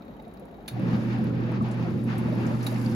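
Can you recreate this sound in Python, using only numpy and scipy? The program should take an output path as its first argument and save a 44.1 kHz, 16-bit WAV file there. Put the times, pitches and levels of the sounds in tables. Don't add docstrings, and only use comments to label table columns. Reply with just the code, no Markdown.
import sys
import numpy as np
from scipy import signal
from scipy.fft import rfft, irfft
from scipy.io import wavfile
from scipy.ndimage import uniform_filter1d

SR = 44100
rng = np.random.default_rng(int(sys.argv[2]) if len(sys.argv) > 2 else 0)


def dump_mix(stems):
    frames = np.atleast_2d(stems).T
    limited = np.clip(frames, -1, 1)
    pcm = np.round(limited * 32767).astype(np.int16)
    wavfile.write(sys.argv[1], SR, pcm)


N = 130095
SWITCH_ON_S = .68


def undb(db):
    return 10 ** (np.asarray(db) / 20)


def level(x, db):
    return x * undb(db) / np.sqrt(np.mean(x ** 2))


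def curve(table):
    return np.interp(np.arange(N) / SR, *np.array(table).T)


def over_hz(table, hz):
    table_hz, values = np.array(table).T
    return np.interp(np.log(hz + 1), np.log(table_hz), values)


def walk(rate):
    hold = int(SR / rate)
    steps = np.repeat(rng.standard_normal(N // hold + 1), hold)
    return 1.25 * uniform_filter1d(uniform_filter1d(steps, hold), hold)[:N]


# (frequency [Hz], likeness [0-1])
MIC_LIKENESS = [(100, .92), (220, .94), (400, .6), (1400, .2), (6500, .3), (7800, .88), (16000, .86)]
# (frequency [Hz], level difference [dB])
MIC_TILT = [(30, -2), (60, -1), (130, -2.5), (250, 1.5), (550, 2), (1500, 2.5), (3000, 0.5), (5500, -1),
            (7500, -1)]
# (frequency [Hz], lead [cycles])
MIC_LEFT_LEAD = [(500, 0), (1000, .2), (2000, .5), (3500, .85), (4200, 1), (6500, 1), (8300, .5),
                 (11000, 0), (13400, -.5), (15400, -1)]


def ports(x, other):
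    hz = np.arange(N // 2 + 1) * SR / N
    like = np.clip(over_hz(MIC_LIKENESS, hz), 0, 1)
    mid = rfft(x) * np.sqrt((1 + like) / 2)
    side = rfft(other) * np.sqrt((1 - like) / 2)
    lead = np.interp(hz, *np.array(MIC_LEFT_LEAD).T)
    left = undb(over_hz(MIC_TILT, hz) / 2) * np.exp(1j * np.pi * lead)
    return np.array([irfft((mid + side) * left, N), irfft((mid - side) / left, N)])


def wash(colour, source, flicker_db, rate):
    hz = np.arange(N // 2 + 1) * SR / N
    low, high = colour[0][0], colour[-1][0]
    inside = (hz > low) & (hz < high)
    both = rfft(source) * undb(over_hz(colour, hz)) * inside
    place = 2 * np.log2(hz + 1)
    together = walk(rate)
    out = 0
    for k in range(int(2 * np.log2(low)), int(2 * np.log2(high)) + 2):
        share = np.sqrt(np.clip(1 - abs(place - k), 0, 1))
        flicker = undb(flicker_db * (walk(rate) + 1.43 * together))
        out = out + irfft(both * share, N) * flicker
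    return level(ports(*out), 0)


def ring(modes, push):
    t = np.arange(SR // 5) / SR
    response = 0
    for hz, db, t60 in modes:
        response = response + undb(db) * np.sin(2 * np.pi * hz * t) * 1000. ** (-t / min(t60, .12))
    x = signal.fftconvolve(response, push)
    return x / abs(x).max()


def add(out, x, s):
    i = int(s * SR)
    if 0 <= i < N:
        out[i:i + len(x)] += x[:N - i]


# (multiple of the base tone, rms level once built up [dB])
HUM_TONES = [(1, -30), (2, -39.5), (3, -46)]
HUM_HZ = 120.07
HUM_WAVER_DB = .38
HUM_RISE_S, HUM_LATE_SHARE, HUM_LATE_S = .04, .7, .13


def mains_hum():
    t = np.arange(N) / SR
    since_on = np.clip(t - SWITCH_ON_S, 0, 9)
    hum = 0
    for k, db in HUM_TONES:
        gain = undb(db + HUM_WAVER_DB * k * walk(22))
        hum = hum + gain * np.sin(2 * np.pi * (k * HUM_HZ * t + rng.random()))
    rise = 1 - np.exp(-(since_on / HUM_RISE_S) ** 2 / 2)
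    late = 1 - HUM_LATE_SHARE * np.exp(-since_on / HUM_LATE_S)
    return np.sqrt(2) * hum * rise * late


# (multiple of shaft speed, rms level before the load [dB])
SHAFT_TONES = [(6, -40), (7, -39), (8, -35.5), (9, -45), (10, -43), (12, -46.5), (18, -54.5)]
SHAFT_HZ, SPIN_UP_S = 28.05, .07
SHAFT_DRIFT = .003
SHAFT_ROUGH_DB, SHAFT_ROUGH_PER_S = 4, 24


def shaft_tones():
    since_on = np.clip(np.arange(N) / SR - SWITCH_ON_S, 0, 9)
    speed = SHAFT_HZ * (1 - np.exp(-since_on / SPIN_UP_S)) * (1 + SHAFT_DRIFT * walk(2.97))
    turn = 2 * np.pi * np.cumsum(speed) / SR
    tones = 0
    for k, db in SHAFT_TONES:
        gain = undb(db + SHAFT_ROUGH_DB * walk(SHAFT_ROUGH_PER_S))
        tones = tones + gain * np.sin(k * turn + 0.76 * walk(16) + 7 * rng.random())
    return np.sqrt(2) * tones


# (frequency [Hz], relative level [dB per Hz])
RUMBLE_COLOUR = [(40, -17.5), (60, -29), (90, -9.5), (125, -6), (155, -7), (170, -2.5), (185, -4),
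                 (230, -4), (310, -8.5), (445, -18), (515, -12.5), (700, -36)]
RUMBLE_DB = -31
GROWL_DB, GROWL_PEAK_S, GROWL_WIDTH_S = 5.5, .812, .16


def cabinet_rumble():
    t = np.arange(N) / SR
    growl_db = GROWL_DB * np.exp(-((t - GROWL_PEAK_S) / GROWL_WIDTH_S) ** 2)
    return undb(RUMBLE_DB + growl_db) * wash(RUMBLE_COLOUR, rng.standard_normal((2, N)), 1.5, 7.91)


# (time [s], level [dB])
MOTOR_LOAD = [(.68, -42), (.72, -14.5), (.78, -7), (.86, -2.5), (.96, 0), (1.25, 0.5), (1.5, -0.5),
              (1.65, -0.5), (2.0, -1), (2.3, -0.5), (2.6, -2.5), (2.95, 3)]


def motor():
    load = undb(curve(MOTOR_LOAD))
    tones = mains_hum() + shaft_tones() * load
    running = np.arange(N) / SR > SWITCH_ON_S
    return (ports(tones, np.roll(tones, 90)) + cabinet_rumble() * load) * running


# (frequency [Hz], relative level [dB per Hz])
CHURN_COLOUR = [(260, -33), (450, -10), (511, -9), (673, -14.5), (746, -5), (2800, -16), (3150, -22),
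                (4600, -26), (7000, -38.5), (9100, -69), (15400, -120)]
# (time [s], level [dB])
CHURN_LEVELS = [(0.7, -51), (.82, -46), (0.93, -41), (1.1, -43), (1.56, -44.5), (1.66, -41.5), (1.76, -47),
                (1.82, -42.5), (1.9, -44), (2.05, -50), (2.09, -40.5), (2.31, -44), (2.48, -40),
                (2.55, -44), (2.68, -41), (2.95, -42)]


def churn():
    return wash(CHURN_COLOUR, rng.standard_normal((2, N)), 1.2, 29.94) * undb(curve(CHURN_LEVELS))


# (frequency [Hz], relative level [dB per Hz])
SPRAY_COLOUR = [(2500, -18.5), (4500, 5.5), (7000, -0.5), (10000, -0.5), (13000, 0), (14500, -11.5),
                (16000, -27.5)]
# (time [s], level [dB])
SPRAY_LEVELS = [(0.75, -74.5), (0.87, -64.5), (1.1, -64.5), (1.41, -77), (2.07, -65), (2.24, -65),
                (2.47, -58.5), (2.63, -58), (2.81, -53), (2.95, -57.5)]
GRAINS_PER_S, GRAIN_SPREAD_DB = 900, 4


def spray():
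    size = undb(GRAIN_SPREAD_DB * np.minimum(rng.exponential(size=N), 3))
    grains = (rng.random(N) < GRAINS_PER_S / SR) * size
    grains = uniform_filter1d(grains, size=40)
    fizz = rng.standard_normal((2, N)) * (grains / grains.std() + 1.3)
    return wash(SPRAY_COLOUR, fizz, 0.72, 5.7) * undb(curve(SPRAY_LEVELS))


BURBLE_PER_S, BURBLE_LOW_HZ, BURBLE_HIGH_HZ = 140, 540.8, 4680
BURBLE_CYCLES = 15.1
BURBLE_DB, BURBLE_IDLE_DB = -8.5, -58


def burble():
    out, t = np.zeros(N), np.arange(SR // 12) / SR
    for s, place, size in rng.random((int(BURBLE_PER_S * N / SR), 3)):
        hz = BURBLE_LOW_HZ * (BURBLE_HIGH_HZ / BURBLE_LOW_HZ) ** place
        fade = t * hz / BURBLE_CYCLES
        tone = np.sin(2 * np.pi * hz * t * (1 + 0.047 * fade))
        envelope = np.minimum(t * hz / 2, 1) * np.exp(-2 * fade)
        add(out, size ** 2 / hz * tone * envelope, s * N / SR)
    return level(ports(out, np.roll(out, 70)), 0)


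def water():
    on = np.clip((np.arange(N) / SR - SWITCH_ON_S) / 0.038, 0, 1)
    burble_gain = undb(BURBLE_IDLE_DB) + on * undb(curve(CHURN_LEVELS) + BURBLE_DB)
    return idle() + on * (churn() + spray()) + burble() * burble_gain


# (time [s], peak level [dB])
TUB_BUMPS = [(0.931, -17), (1.185, -24.5), (1.221, -19.5), (1.61, -17.5), (2.242, -23), (2.54, -19),
             (2.864, -21)]
# (frequency [Hz], level [dB], t60 [s])
TUB_MODES = [(130, -6.5, 0.3), (158.7, -2.5, 0.19), (221.2, 7, 0.27), (317, 2, .07), (369, -12, 0.017)]


def bumps():
    out = np.zeros(N)
    for s, db in TUB_BUMPS:
        add(out, undb(db) * ring(TUB_MODES, np.diff(np.hanning(300), n=2)), s)
    return out


# (time [s], nominal level [dB], centre frequency [Hz])
WATER_DROPS = [(0.341, -48, 900), (.93, -34, 890), (1.62, -53, 8070), (1.712, -44, 8040),
               (2.038, -49, 10400), (2.09, -44, 1510), (2.18, -40, 10200), (2.446, -30, 1300),
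               (2.465, -43, 6000), (2.496, -29, 900), (2.61, -42, 4000), (2.629, -40, 5500),
               (2.626, -44, 10500), (2.643, -42, 10100), (2.714, -45, 11500), (2.758, -36, 2200),
               (2.821, -46, 11000), (2.916, -46, 5000)]
DROP_T60_S, DROP_WIDTH = .06, .45


def drops():
    out, t = np.zeros(N), np.arange(SR // 8) / SR
    for s, db, hz in WATER_DROPS:
        edges = [hz * (1 - DROP_WIDTH / 2), hz * (1 + DROP_WIDTH / 2)]
        band = signal.butter(2, edges, "band", fs=SR, output="sos")
        tap = level(signal.sosfilt(band, rng.standard_normal(len(t))), db - 5)
        envelope = (1 - np.exp(-t / 0.00065)) * 1000. ** (-t / (DROP_T60_S + 40 / hz))
        add(out, tap * envelope, s)
    return out


# (time [s], level before the envelope [dB], starting pitch [Hz])
SINGLE_BUBBLES = [(.19, -35.5, 834), (.27, -33.5, 690), (.42, -34, 512), (.988, -29, 550),
                  (1.61, -23, 1100), (1.69, -38, 1130), (2.323, -23, 589), (2.861, -22, 4460)]
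BUBBLE_CYCLES, BUBBLE_RISE = 45, .08


def bubbles():
    out, t = np.zeros(N), np.arange(SR // 8) / SR
    for s, db, hz in SINGLE_BUBBLES:
        fade = t * hz / BUBBLE_CYCLES
        tone = np.sin(2 * np.pi * hz * t * (1 + BUBBLE_RISE * fade))
        add(out, undb(db) * tone * (1 - np.exp(-t / 0.0024)) * 1000. ** -fade, s)
    return out


# (time [s], peak level [dB])
SWITCH_SNAPS = [(.678, -26), (2.664, -24)]
# (frequency [Hz], level [dB], t60 [s])
SWITCH_MODES = [(2400, -8, .004), (3300, -12, .003), (3840, -5, .009), (4400, -3, .006), (5900, -8, .003),
                (7100, -8, .003), (9600, -2, .004), (11300, -4, .003), (12600, -6, .003),
                (15400, -20, .003)]
SNAP_RATTLE_S, SNAP_TAIL_DB, SNAP_TAIL_S = .0035, -18, .2


def switch():
    out, t = np.zeros(N), np.arange(SR // 5) / SR
    rattle = t / SNAP_RATTLE_S * np.exp(-t / SNAP_RATTLE_S)
    tail = undb(SNAP_TAIL_DB) * 1000. 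** (-t / SNAP_TAIL_S)
    for s, db in SWITCH_SNAPS:
        push = rng.standard_normal(len(t)) * (rattle + tail)
        add(out, undb(db) * ring(SWITCH_MODES, push), s)
    return out


# (time [s], beats counted [count]); each beat is a tick and a tock
TIMER_BEATS = [(-.0072, -1), (.0505, 0), (.28, 4), (.5122, 8), (.6266, 10), (1.0184, 17), (1.294, 22),
               (1.7417, 30), (1.9026, 33), (1.956, 34), (2.2386, 39), (2.461, 43), (2.5746, 45), (2.85, 50),
               (2.961, 52)]
# (frequency [Hz], level [dB], t60 [s])
TICK_MODES = [(2400, -6, 0.0044), (5530, -6, 0.0015), (7200, -12, .002), (10060, 1, 0.0031),
              (12920, 1, 0.0064)]
# (frequency [Hz], level [dB], t60 [s])
TOCK_MODES = [(2440, -2, 0.0045), (3330, -5, 0.0049), (3797, -16, 0.06), (4300, -7, 0.0039),
              (8100, -19.5, 0.0007), (13000, -3.5, 0.0057)]
TICK_DB, TOCK_DB, TICK_SCATTER_DB = -54.5, -50.5, 3.5
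TOCK_LATE_S, TICK_S = .0305, .005


def timer():
    out, t = np.zeros(N), np.arange(900) / SR
    strokes = ((0, TICK_DB, .0004, TICK_MODES), (TOCK_LATE_S, TOCK_DB, .002, TOCK_MODES))
    when, count = np.array(TIMER_BEATS).T
    for s in np.interp(np.arange(count[0], count[-1]), count, when):
        for late, db, jitter, modes in strokes:
            push = rng.standard_normal(900) * np.exp(-t / TICK_S)
            gain = undb(db + TICK_SCATTER_DB * rng.standard_normal())
            add(out, ring(modes, push) * gain, s + late + jitter * rng.standard_normal())
    return out


# (frequency [Hz], relative level [dB per Hz])
IDLE_COLOUR = [(18, -41.5), (36, -28), (50, 0), (70, -11), (110, -10.5), (195, 0.5), (300, -5.5),
               (400, -8.5), (720, -12), (960, -18.5), (2000, -28.5), (3600, -39.5), (3840, -31),
               (4100, -38.5), (5000, -49), (7000, -49), (9500, -61.5), (13000, -40.5), (14500, -57),
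               (16000, -61.5)]
IDLE_DB = -44


def idle():
    return undb(IDLE_DB) * wash(IDLE_COLOUR, rng.standard_normal((2, N)), 0.49, 14.9)


ROOM_T60_S, ROOM_DB = .14, -11


def room(hits):
    t = np.arange(SR // 3) / SR
    tails = rng.standard_normal((2, len(t))) * 1000. ** (-t / ROOM_T60_S)
    wet = []
    for tail in tails:
        unit_tail = tail / np.sqrt(np.sum(tail ** 2))
        wet.append(signal.fftconvolve(hits, unit_tail)[:N] * undb(ROOM_DB))
    return ports(hits + wet[0], np.roll(hits, 31) + wet[1])


def scene():
    hits = timer() + switch() + drops() + bubbles() + bumps()
    return motor() + water() + room(hits)


def record(dry):
    return signal.sosfilt(signal.ellip(10, .2, 80, 15800, fs=SR, output="sos"), dry)


dry = scene()
out = record(dry)
dump_mix(out)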